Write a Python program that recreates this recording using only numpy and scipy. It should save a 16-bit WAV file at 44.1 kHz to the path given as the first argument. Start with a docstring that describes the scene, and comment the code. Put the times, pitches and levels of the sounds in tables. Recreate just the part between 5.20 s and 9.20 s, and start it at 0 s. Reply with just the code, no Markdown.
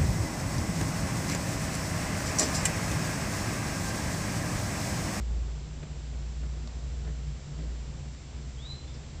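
"""A quiet garden

A low drone, probably a distant engine, swells and fades over a soft rumble. A hand bumps and clicks
on the case of a small camera, which adds its own hiss and a thin whine. Something, probably leaves,
rustles faintly twice. Near the end a bird gives one rising whistle and a faint afternote, and both
echo off walls and plants."""
import sys
import numpy as np
from scipy import signal
from scipy.fft import rfft, irfft
from scipy.io import wavfile
from scipy.ndimage import uniform_filter1d

SR = 44100
rng = np.random.default_rng(int(sys.argv[2]) if len(sys.argv) > 2 else 0)


def to_wav(sig):
    """Store sig (one row per channel, or 1-D mono) as 16-bit WAV at the path in sys.argv[1].

    Samples outside -1..1 are clipped; the rate is SR.
    """
    pcm = np.clip(np.atleast_2d(sig), -1, 1) * 32767
    pcm = np.round(pcm).astype(np.int16)
    wavfile.write(sys.argv[1], SR, pcm.T)  # frames by channels


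N = 176400
T = np.arange(N) / SR

# the tone colour of the camera's hiss: (frequency [Hz], relative level [dB])
HISS_SPECTRUM = [(300, -2), (1000, -6.5), (2000, 1.5), (3500, 0.5), (5500, 0), (6500, -1.5), (7200, -5.5),
                 (8000, -13), (8500, -27), (9000, -32.5)]
# steady thin tones near 8 kHz: (pitch [Hz], level [dB])
THIN_TONES = [(7888, -74.5), (8112, -77.5), (8644, -86.5), (8710, -87.5)]
# the tone colour of the outdoor rumble: (frequency [Hz], relative level [dB])
RUMBLE_SPECTRUM = [(20, -8), (38, -5), (55, 1.5), (78, 5.5), (98, -9.5), (135, -3), (180, -11), (220, -8.5),
                   (270, -14), (450, -18.5), (800, -23.5), (1500, -30), (4000, -54.5)]
# how loud the rumble is: (time [s], level [dB])
RUMBLE_LOUDNESS = [(0, -41.5), (.75, -43), (1.4, -42.5), (2.12, -42.5), (2.6, -43), (3, -44.5), (4, -43)]
# faint rustles: (time [s], half-length [s], level [dB])
RUSTLES = [(2.427, 0.029, -61), (3.752, .012, -55)]
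# tiny knocks on the case: (time [s], strength [dB])
KNOCKS = [(1.4743, -36), (1.477, -40), (1.482, -46), (2.948, -45)]
# the notes a knock sets ringing: (pitch [Hz], relative level [dB], time to fade by 60 dB [s])
CLICK_NOTES = [(620, -8, .022), (1150, -9, .011), (2100, -10, .006), (3500, -6, .006), (4600, -3, .006),
               (5600, -5, .005), (6900, -6, .005)]
# the hand shifts on the case: (time [s], half-length [s], thud level [dB], rub level [dB])
HAND_BUMPS = [(.172, .016, -45, -64), (.633, .005, -39.5, -49), (1.24, .013, -44, -58),
              (1.878, .018, -40, -56), (2.405, .024, -40.5, -58)]
# the low notes of a thud: (pitch [Hz], width of its wander [Hz], relative level [dB])
THUD_NOTES = [(157.1, 12, 4), (232, 48, -12.5), (310, 43, -7), (429, 80, -10), (595, 140, -11)]
# the tone colour of skin rubbing on the case: (frequency [Hz], relative level [dB])
RUB_SPECTRUM = [(300, 0), (700, 0.5), (1100, -5), (1700, 3), (2300, -5), (2900, -7.5), (4300, -10.5),
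                (8000, -28.5)]
# the bird's rising whistle: (time [s], pitch [Hz], level [dB])
BIRD_WHISTLE = [(3.362, 2950, -72), (3.388, 3280, -58), (3.408, 3370, -55), (3.42, 3560, -53.5),
                (3.448, 3740, -53.5), (3.463, 3860, -47), (3.485, 4000, -52.5), (3.513, 4025, -46),
                (3.54, 4090, -54.5), (3.598, 4080, -54), (3.615, 4070, -68)]
# the faint note after it: (time [s], pitch [Hz], level [dB])
BIRD_AFTERNOTE = [(3.668, 3404, -73), (3.68, 3510, -55), (3.705, 3760, -67), (3.745, 3491, -68)]
# how loud the hum above the drone is: (time [s], level [dB])
HUM_LOUDNESS = [(0, -53), (.4, -46.5), (.9, -51), (1.1, -47.5), (1.7, -47.5), (2.15, -45), (2.6, -48.5),
                (3, -53.5), (4, -49.5)]
# the drone's low note: (time [s], pitch [Hz])
DRONE_NOTE = [(0, 58.2), (.3, 55.83), (.8, 58), (1.05, 57.94), (1.25, 59.04), (1.55, 58.4), (1.8, 59.42),
              (2.05, 58.55), (2.5, 57.5), (2.8, 60), (3.3, 61.5), (3.7, 63), (4, 61.83)]
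# how that note swells and fades: (time [s], relative level [dB])
DRONE_SWELLS = [(0, -30.5), (.14, -29.5), (.33, -32.5), (.47, -42), (.72, -46), (.86, -37), (1.05, -34),
                (1.28, -32.5), (1.5, -37), (1.9, -32.5), (2.1, -36), (2.27, -50), (2.38, -34.5),
                (2.61, -35.5), (3.06, -51), (3.15, -40.5), (3.35, -41), (3.57, -52), (3.68, -41.5),
                (4, -47)]


def from_db(db):
    """Turn decibels into a number to multiply by."""
    return 10 ** (np.asarray(db) / 20)


def rms_one(x):
    """Scale a sound so that its average size (rms) is 1."""
    return x / np.sqrt(np.mean(x ** 2) + 1e-20)


def in_time(rows):
    """Join a table's points with straight lines, one curve for each column after the time."""
    times, *columns = np.transpose(rows)
    return [np.interp(T, times, column) for column in columns]


def drift(rate_hz):
    """A smooth random wobble of size about 1; a higher rate wobbles faster."""
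    step, warm_up = 40, 2000  # one random value every 40 samples; the first 2000 are skipped
    r = np.exp(-2 * np.pi * rate_hz * step / SR)
    noise = rng.standard_normal(N // step + warm_up + 2)
    slow = signal.lfilter([1], [1, -2 * r, r * r], noise)[warm_up:]
    return np.interp(np.arange(N) / step, np.arange(len(slow)), rms_one(slow))


def tone(hz):
    """A pure tone of rms 1 that follows a pitch."""
    cycles = np.cumsum(hz * np.ones(N)) / SR
    return np.sqrt(2) * np.sin(2 * np.pi * (cycles + rng.random()))


def coloured(spectrum):
    """Noise of rms 1 with the given tone colour, falling away below its first frequency."""
    hz, db = np.transpose(spectrum)
    f = np.maximum(np.fft.rfftfreq(N, 1 / SR), 1)
    gain = from_db(np.interp(np.log(f), np.log(hz), db)) * np.minimum(f / hz[0], 1) ** 2
    return rms_one(irfft(rfft(rng.standard_normal(N)) * gain, N))


def ring(x, hz, fade_s):
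    """Each push in x starts a note that dies away by 60 dB in fade_s."""
    r, w = from_db(-60 / (fade_s * SR)), 2 * np.pi * hz / SR
    return signal.lfilter([0, np.sin(w)], [1, -2 * r * np.cos(w), r * r], x + 1e-18)


def swell(time, half_length):
    """A smooth rise and fall around a moment."""
    return np.exp(-.5 * ((T - time) / half_length) ** 2)


def camera_noise(hiss_db=-56, whine_db=-64, whine_hz=7322.6, restarts_per_s=66.27):
    """Even hiss, thin tones and a high whine whose regular restarts give it a slight buzz."""
    since_restart = T % (1 / restarts_per_s)
    whine = from_db(whine_db) * rms_one(np.sin(2 * np.pi * whine_hz * since_restart))
    hiss = from_db(hiss_db) * coloured(HISS_SPECTRUM)
    return hiss + whine + sum(from_db(db) * tone(hz) for hz, db in THIN_TONES)


def rumble(flutter_db=1.0):
    """The dull, slightly restless background of the outdoors."""
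    level = in_time(RUMBLE_LOUDNESS)[0] + flutter_db * drift(24)
    return from_db(level) * coloured(RUMBLE_SPECTRUM)


def rustles(centre_hz=4850, width_hz=900):
    """Short, soft puffs of bright noise, probably brushing leaves."""
    fade_s = np.log(1000) / (np.pi * width_hz)  # a shorter ring lets a wider band of noise through
    noise = rms_one(ring(rng.standard_normal(N), centre_hz, fade_s))
    return noise * sum(from_db(db) * swell(time, half_length) for time, half_length, db in RUSTLES)


def case_clicks():
    """Tiny knocks make the plastic case ring for a few milliseconds."""
    times, strengths = np.transpose(KNOCKS)
    knocks = np.zeros(N)
    knocks[(times * SR).astype(int)] = from_db(strengths)
    return sum((-1) ** k * from_db(db) * ring(knocks, hz, fade_s)  # every other note starts downward
               for k, (hz, db, fade_s) in enumerate(CLICK_NOTES))


def hand_bumps(lag_s=.005, grain_db=1.5):
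    """Each shift of the hand is a short grainy rub; the case thuds with it, a little later and longer."""
    thud = rms_one(sum(from_db(db) * tone(hz + width / 2 * drift(width)) for hz, width, db in THUD_NOTES))
    rub = rms_one(coloured(RUB_SPECTRUM) * from_db(grain_db * drift(120)))
    sound = np.zeros(N)
    for time, half_length, thud_db, rub_db in HAND_BUMPS:
        sound += from_db(thud_db) * thud * swell(time + lag_s, half_length + lag_s)
        sound += from_db(rub_db) * rub * swell(time, half_length)
    return sound


def with_echoes(x, count=90, echo_db=-2, fade_s=.45):
    """A sound plus its echoes from walls and plants, weaker the later they come."""
    delays = rng.uniform(.012, .18, count)  # seconds
    gains = from_db(-60 * delays / fade_s)
    echoes = sum(gain * np.pad(x, (int(delay * SR), 0))[:N] for delay, gain in zip(delays, gains))
    return x + from_db(echo_db) * echoes / np.linalg.norm(gains)


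def bird(note, waver_db=1.5, pitch_wobble=.005):
    """A nearly pure whistle with a slight tremble."""
    pitch, db = in_time(note)
    singing = (T > note[0][0]) & (T < note[-1][0])
    soft_edges = uniform_filter1d(singing.astype(float), size=200)
    loudness = soft_edges * from_db(db + waver_db * drift(50))
    return loudness * tone(pitch * (1 + pitch_wobble * drift(90)))


def drone(low_db=-.2, octave_db=-58, low_waver_db=.4, upper_waver_db=3.5):
    """Probably a distant engine: a low note, a faint one an octave up and a less steady hum above."""
    pitch = in_time(DRONE_NOTE)[0] * (1 + .007 * drift(7.4))
    low = from_db(in_time(DRONE_SWELLS)[0] + low_db + low_waver_db * drift(4.2)) * tone(pitch)
    octave = from_db(octave_db + upper_waver_db * drift(1.1)) * tone(2 * pitch)
    hum_db = in_time(HUM_LOUDNESS)[0] + upper_waver_db * drift(6.2)
    hum_hz = 145.6 * (1 + .03 * drift(6.7))
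    return low + octave + from_db(hum_db) * tone(hum_hz)


def scene():
    """All the sounds add up at one microphone."""
    sound = drone() + rumble() + hand_bumps() + case_clicks() + rustles()
    birdsong = with_echoes(bird(BIRD_WHISTLE) + bird(BIRD_AFTERNOTE))
    return (sound + birdsong + camera_noise())[None]


def record(dry, cutoff_hz=8807):
    """The highest treble is cut off steeply."""
    return signal.sosfilt(signal.ellip(12, .1, 90, cutoff_hz, fs=SR, output="sos"), dry)


dry = scene()
out = record(dry)
to_wav(out)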